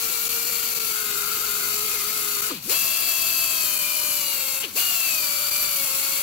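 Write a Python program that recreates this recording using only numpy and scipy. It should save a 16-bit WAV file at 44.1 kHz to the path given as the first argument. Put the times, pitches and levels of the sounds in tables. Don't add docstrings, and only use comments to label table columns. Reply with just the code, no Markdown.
import sys
import numpy as np
from scipy import signal
from scipy.fft import rfft, irfft
from scipy.io import wavfile
from scipy.ndimage import uniform_filter1d

SR = 44100
rng = np.random.default_rng(int(sys.argv[2]) if len(sys.argv) > 2 else 0)


def boost(x):
    u = np.asarray(x, float) / 20
    return 10 ** u


def materialize(psi):
    bounded = np.clip(np.atleast_2d(psi).T, -1, 1)
    quanta = np.round(bounded * 32767).astype(np.int16)
    wavfile.write(sys.argv[1], SR, quanta)


N = 274302
STEP = 16
MID_HZ = 550

# [freq_hz, lead_rad]
PORT_LEAD = [(0, -4), (250, 0.2), (1290, 1.5), (2930, 6.5), (5860, 4), (16700, 14.5)]
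# [let_go_s, eased_open_s, full_speed_s, shake_down_db, shake_up_db]
RELEASES = [
    (2.5, 2.63, 2.76, -27, -54),
    (4.631, 4.735, 4.787, -43, -46),
]
# [time_s, rub_db]
PRESSURE = [(0, -46), (.88, -45), (.96, -34.5), (1.1, -37), (1.27, -32), (1.52, -38.5), (1.65, -35),
            (1.75, -42), (2.2, -40.5), (2.44, -36.5), (2.76, -49.5), (3.06, -48), (3.4, -50), (4.3, -52),
            (4.58, -46), (5.2, -48), (5.35, -41.5), (6.22, -45)]


def evened(x):
    return x / np.sqrt(np.mean(x ** 2) + 1e-20)


def read(points, hz):
    f, value = np.transpose(points)
    return np.interp(np.log(hz + 1), np.log(f + 1), value)


def curves(tables, t):
    s, *columns = np.concatenate(tables).T
    return [np.interp(t, np.maximum.accumulate(s), c) for c in columns]


def hump(hz, centre_hz, width_hz):
    return 1 / (1 + (2 * (hz - centre_hz) / width_hz) ** 2)


def full(control):
    return np.interp(np.arange(N), np.arange(0, N, STEP), control)


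def pieces(count, fade_s=0.011, mean_s=.045):
    draws = rng.standard_normal((400, 1 + count))
    ends_s = np.cumsum(mean_s * np.exp(.5 * draws[:, 0]))
    index = np.searchsorted(ends_s, np.arange(0, N, STEP) / SR)
    stepped = draws[index.clip(0, len(ends_s) - 1), 1:]
    return uniform_filter1d(stepped, 1 + int(fade_s * SR / STEP), axis=0).T


def resonate(x, hz, width_hz):
    turn = np.exp(2j * np.pi * np.cumsum(hz) / SR)
    r = np.exp(-np.pi * width_hz / SR)
    once = signal.lfilter([1 - r], [1, -r], x / turn + 1e-18)
    twice = signal.lfilter([1 - r], [1, -r], once)
    return evened((turn * twice).real)


def held(t):
    # [time_s, shaft_hz, flow_db]
    stretches = [
        [(0, 456.6, -31), (.45, 467.7, -31), (.87, 448.8, -32), (1.08, 416.3, -32.5), (1.72, 420.1, -30),
         (2.47, 417.2, -31)],
        [(2.78, 673.2, -29), (3.57, 650.7, -29.5), (3.68, 620.2, -29), (3.85, 605.5, -30.5), (4.12, 597.2, -30),
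         (4.46, 538.4, -32)],
        [(4.81, 714, -29), (4.93, 700, -28), (5.3, 574.5, -29.5), (5.62, 594.2, -29), (5.89, 537.5, -29),
         (6.07, 554, -28.5)],
    ]
    stretch = np.searchsorted([row[0] + .05 for row in RELEASES], t)
    return np.choose(stretch, [curves([table], t) for table in stretches])


def trigger(t):
    bleed_db, bleed_s, drain_db_per_s = -5, 0.015, 138
    coast_s, crawl = .055, .22
    shake_hz, shake_power = 394, 2.8
    eased_db, ease_s, opening_s, surge_db, surge_s = -8.5, 0.059, 0.021, 2.5, .04
    hz, flow_db = held(t)
    drop_db, shut, shake = np.zeros((3, len(t)))
    for off_s, eased_s, full_s, down_db, up_db in RELEASES:
        since_s = np.maximum(t - off_s, 0)
        open_s = (eased_s + full_s) / 2
        u = np.clip((t - eased_s) / (full_s - eased_s), 0, 1)
        spin = u ** 2 * (3 - 2 * u)
        before_hz, after_hz = held(np.array([off_s, full_s]))[0]
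        coast_hz = before_hz * (crawl + (1 - crawl) * np.exp(-since_s / coast_s))
        hz = np.where((t > off_s) & (t < full_s), coast_hz * (1 - spin) + after_hz * spin, hz)

        closing = np.clip((t - off_s) / bleed_s + 1, 0, 1)
        opening = np.clip((t - open_s) / opening_s + .5, 0, 1)
        easing = np.clip((t - eased_s) / ease_s + .5, 0, 1)
        trapped = boost(bleed_db * closing - drain_db_per_s * since_s)
        eased = boost(eased_db) * easing
        surge = boost(surge_db * np.exp(-(np.maximum(t - open_s - surge_s, 0) / surge_s) ** 2))
        drop_db += 20 * np.log10(np.hypot(trapped, eased) * (1 - opening) + surge * opening)
        shut += closing * (1 - easing) ** 2

        running_down = boost(down_db) * np.clip(since_s / bleed_s, 0, 1) * (1 - u) ** 2
        running_up = boost(up_db) * np.sin(np.pi * spin)
        shake += (running_down + running_up) * np.minimum(hz / shake_hz, 1) ** shake_power
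    return hz, flow_db, drop_db, shut, shake


def running(share):
    drop_db = trigger(np.arange(0, N, STEP) / SR)[2]
    return boost(share * full(np.minimum(drop_db, 0)))


def shaft(t):
    hz, _, drop_db, _, shake = trigger(t)
    fast_hz = hz - MID_HZ
    fade_db = 1.4 * np.minimum(drop_db, 0)
    unbalance = boost(-47.5 - 0.015 * fast_hz + fade_db) + shake
    vane_db = -41 + .09 * np.minimum(fast_hz, 110) + fade_db
    over_db = -49 + .025 * fast_hz + fade_db
    return hz, 20 * np.log10(unbalance), vane_db, over_db


def air(t):
    _, flow_db, drop_db, shut, _ = trigger(t)
    fast_hz = held(t)[0] - MID_HZ
    low_db = 2.5 - 0.0038 * fast_hz + 9 * uniform_filter1d(shut, size=5) + np.maximum(drop_db, 0)
    rumble_db = 0.5 - 0.017 * fast_hz - 1.05 * np.minimum(drop_db, 0) - 2.5 * shut
    return flow_db + drop_db, low_db, rumble_db


def garage(level_db=-51.5):
    # [freq_hz, level_db]
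    room = [(30, -12), (150, -0.5), (600, -6.5), (1200, -0.5), (2000, -12), (5000, -13), (15000, -19)]
    a, b = rng.standard_normal((N, 2)).T
    both = rfft(np.array([a + 0.54 * b, a - 0.73 * b])) * boost(read(room, np.fft.rfftfreq(N, 1 / SR)))
    return boost(level_db) * evened(irfft(both, N))


def valve():
    # [time_s, half_length_s, level_db, centre_hz, width_hz]
    puffs = [
        (4.642, .017, -29, 2900, 900),
        (2.1, 0.013, -36.5, 2340, 900),
        (2.51, .01, -33, 1160, 300),
    ]
    t, out = np.arange(N) / SR, np.zeros((2, N))
    length = int(.13 * SR)
    for s, half_s, db, hz, width_hz in puffs:
        near = slice(int((s - .06) * SR), int((s + .06) * SR))
        swell = np.exp(-((t[near] - s) / half_s) ** 2)
        for side, side_db in enumerate([3., -4.]):
            band = resonate(rng.standard_normal(length), np.full(length, float(hz)), width_hz)
            out[side, near] += boost(db + side_db) * band[:len(swell)] * swell
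    return out


def sing(hz=4570., width_hz=170, edge_s=.04):
    # [from_s, to_s, level_db]
    spells = [
        (5.02, 5.8, -37),
    ]
    t = np.arange(N) / SR
    size = sum(boost(db) * np.clip(np.minimum(t - a, b - t) / edge_s, 0, 1) for a, b, db in spells)
    tone = resonate(rng.standard_normal(N), np.full(N, hz), width_hz)
    return size * tone * boost(np.array([[3.], [-4.]]))


def squeal(waver_db=2.5):
    # [time_s, ring_db]
    fits = [
        (0, -44),
        (2.4, -43),
        (2.9, -44),
        (4.1, -28),
        (4.6, -45),
        (5.6, -35),
        (6.22, -35),
    ]
    ring_db = curves([fits], np.arange(N) / SR)[0] + waver_db * full(pieces(count=1)[0])
    ring = boost(ring_db) * resonate(rng.standard_normal(N), np.full(N, 10740.), 150.7)
    return ring * running(1.2) * boost(np.array([[-3.], [-19.]]))


def disc(width_hz=170, wobble_hz=35):
    db = curves([PRESSURE], np.arange(N) / SR)[0]
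    hz = 1345 + 6 * (db + 45) + wobble_hz * full(pieces(count=1)[0])
    near, far = (resonate(rng.standard_normal(N), hz, width_hz) for _ in range(2))
    return boost(db) * running(1.7) * np.array([boost(2) * near, boost(-12) * far])


def motor(wander=.004, jump_rad=1.76, waver_db=1.24, high_waver_db=4.0, rough=0.19, rough_s=.006):
    # [shaft_multiple, pressed_hard_db, running_light_db, last_stretch_db, right_port_db]
    orders = [(.5, -9, -12, -16.5, -1.5), (1.62, -5.5, .5, -2.5, -6), (2, -8.5, -3.5, -0.5, 1.5),
              (2.5, 0.5, 2, 0, -6), (3, 9, -10, -10, -1), (5, 9, 4.5, -4, -3.5), (6, 2, -4, -0.5, 0.5),
              (7, -13, 2.5, -14, -5), (9, 8, -12.5, -11, -23)]
    # [freq_hz, width_hz, left_db, right_db]
    housing = [(4590, 570, -1, -6), (7600, 400, -1, -12), (10760, 330, -0.5, -14), (12350, 900, 2, .5)]
    nose = {5: (2800, 400, 8), 7: (4500, 700, 10)}
    light_from_s, last_from_s = 2.6, 4.72
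    t = np.arange(0, N, STEP) / SR
    hz, unbalance_db, vane_db, over_db = shaft(t)
    last = np.clip((t - last_from_s) * 20, 0, 1)
    light = np.clip((t - light_from_s) * 20, 0, 1)

    rows = [(1, unbalance_db, -1.0), (4, vane_db - .5 + 2.2 * last, -10.0)]
    rows.append((1.75, unbalance_db - 4 - 40 * np.clip((hz - 330) / 60, 0, 1), -5))
    for k, hard_db, soft_db, late_db, right_db in orders:
        db = over_db + hard_db + light * (soft_db - hard_db) + last * (late_db - soft_db)
        rows.append((k, db, right_db))
    sizes = []
    for k, db, right_db in rows:
        if k in nose:
            centre_hz, width_hz, lift_db = nose[k]
            db = db + light * lift_db * hump(k * hz, centre_hz, width_hz)
        sizes.append((k, boost(db), boost(db + right_db), waver_db))

    drive = boost(over_db + 7.3 * (0.5 + light) - 2.0 * last)
    for k in [8, *range(10, 28)]:
        shapes = [(hump(k * hz, f, w) ** 2, l_db, r_db) for f, w, l_db, r_db in housing]
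        left = drive * sum(h * boost(l_db) for h, l_db, _ in shapes)
        right = drive * sum(h * boost(r_db) for h, _, r_db in shapes)
        sizes.append((k, left, right, high_waver_db))

    off, *chance = pieces(count=1 + 2 * len(sizes))
    stumble = .018 * (1 - light) * np.clip((curves([PRESSURE], t)[0] + 45) / 4, 0, 1)
    turn = 2 * np.pi * np.cumsum(full(hz * (1 + (wander + stumble) * off))) / SR
    grit = rng.standard_normal((len(t), len(sizes), 2))
    shake = evened(uniform_filter1d(grit, 1 + int(rough_s * SR / STEP), axis=0))
    out = np.zeros((2, N))
    for j, (k, left, right, spread_db) in enumerate(sizes):
        size = np.sqrt(2) * boost(spread_db * chance[2 * j + 1]) * np.exp(1j * jump_rad * chance[2 * j])
        size = size * (1 + rough * (1 + k / 12) * (shake[:, j, 0] + 1j * shake[:, j, 1]))
        ports = np.array([left * size, right * size * np.exp(-1j * read(PORT_LEAD, k * hz))])
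        out += (np.repeat(ports, STEP, axis=1)[:, :N] * np.exp(1j * k * turn)).imag
    return out


def exhaust(patchy_db=1.0, flicker_db=0.82, base_db=6.0, drift_rad=1.9, comb_db=0.5):
    # [freq_hz, level_db]
    left_path = [(30, -17), (150, -13), (400, -13), (750, -22.5), (1200, -9.5), (1850, -10), (2500, -3.5),
                 (3200, -7.5), (5100, -5), (6000, -0.5), (8400, -7), (10200, 1), (13000, 1.5), (15700, 1.5)]
    right_path = [(30, -14), (150, -7), (400, -16), (750, -9.5), (1200, -14), (1800, -8), (2400, -2),
                  (4000, -8), (5700, -12.5), (6700, -4.5), (9500, -1.5), (11700, 2), (13300, 2.5),
                  (15700, 3.5)]
    # [freq_hz, width_hz, left_db, right_db]
    body = [(4530, 355, 7, 13.5), (7486, 620, 8, 6), (12400, 750, 1.5, 4), (4270, 250, 3, 6.5),
            (11700, 600, -2, 2.5), (610, 84, -0.5, -0.5), (1860, 270, -5.5, -3), (3370, 260, -3.5, 3.5),
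            (5080, 160, -4, 1)]
    # [freq_hz, likeness_0_to_1]
    likeness = [(60, 1), (300, 0.62), (800, 0.75), (1500, 0.32), (3000, 0.58), (6000, 0.39), (15000, 0.44)]
    # [time_s, left_over_right_db]
    balance = [(0, 6.5), (1.2, 7), (1.8, 5), (2.8, 6.5), (4.5, 6), (6.22, 4.5)]
    frames, hz = N // 128 + 5, np.fft.rfftfreq(512, 1 / SR)
    t = np.arange(frames) * 128 / SR
    a, b, c, d, patches, drift = rng.standard_normal((frames, 257, 6)).T
    drift = evened(uniform_filter1d(uniform_filter1d(drift, 6, 0), 80, 1))
    drift = drift * drift_rad * (hz / (hz + 900))[:, None]
    patches = evened(uniform_filter1d(uniform_filter1d(patches, 5, 0), 25, 1))
    flicker = evened(uniform_filter1d(rng.standard_normal(frames), 2))

    same = np.clip(read(likeness, hz), 0, 1)[:, None]
    left = a + 1j * b
    shared = same * left * np.exp(-1j * (read(PORT_LEAD, hz)[:, None] + drift))
    right = shared + np.sqrt(1 - same ** 2) * (c + 1j * d)

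    flow_db, low_db, rumble_db = air(t)
    deep = (1 / (1 + (hz / 260) ** 4))[:, None]
    low = (1 / (1 + (hz / 5000) ** 6))[:, None] - deep
    field_db = patchy_db * patches + flicker_db * flicker + low * low_db + deep * rumble_db
    speed_hz = shaft(t)[0]
    comb = np.cos(2 * np.pi * hz[:, None] / speed_hz)
    field_db += comb_db * low * comb * np.clip((speed_hz - 330) / 60, 0, 1)

    out = []
    for k, (z, path) in enumerate([(left, left_path), (right, right_path)]):
        colour = boost(read(path, hz) + sum(m[2 + k] * hump(hz, *m[:2]) for m in body))
        level = boost(flow_db + base_db + curves([balance], t)[0] * (1.0 - k)) / np.sqrt(np.mean(colour ** 2))
        spectrum = z * colour[:, None] * boost(field_db) * level
        out.append(signal.istft(spectrum, nperseg=512, noverlap=384)[1][:N] / 16)
    return np.array(out)


def splices(step_db=-0.1, depth=0.59):
    # [time_s, depth_db, width_ms]
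    gaps = [(0.286, 23, 7.4), (.408, 5, 7), (.515, 3.5, 16), (.746, 8, 8.9), (.793, 15, 7.8),
            (0.93, 4, 7.4), (1.036, 6, 8.6), (1.123, 2, 9), (1.255, 2, 6.1), (1.395, 11, 2.5),
            (1.617, 6, 7), (1.794, -2, 4), (2.207, 1, 3.8), (2.414, 14, 7.3), (2.957, 2, 3.59),
            (3.785, 9, 7.2), (3.929, 3, 7), (4.597, 11, 8.5), (5.217, 3, 4), (5.504, 8.5, 11.8)]
    t, db = np.arange(N) / SR, step_db * full(pieces(count=1)[0])
    for s, depth_db, ms in gaps:
        near = slice(max(int((s - .03) * SR), 0), int((s + .03) * SR))
        db[near] -= depth * depth_db * np.exp(-(2000 * (t[near] - s) / ms) ** 4)
    return boost(db)


def scene():
    tool = exhaust() + motor() + disc() + squeal() + sing() + valve()
    return (tool + garage()) * splices()


def roll_off(x):
    return signal.sosfilt(signal.butter(12, 17100, fs=SR, output="sos"), x)


def record(dry):
    edge = signal.firwin(511, 15800, window=("kaiser", 9), fs=SR)
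    mix = signal.oaconvolve(dry, edge[None], "same")
    return roll_off(mix)


dry = scene()
out = record(dry)
materialize(out)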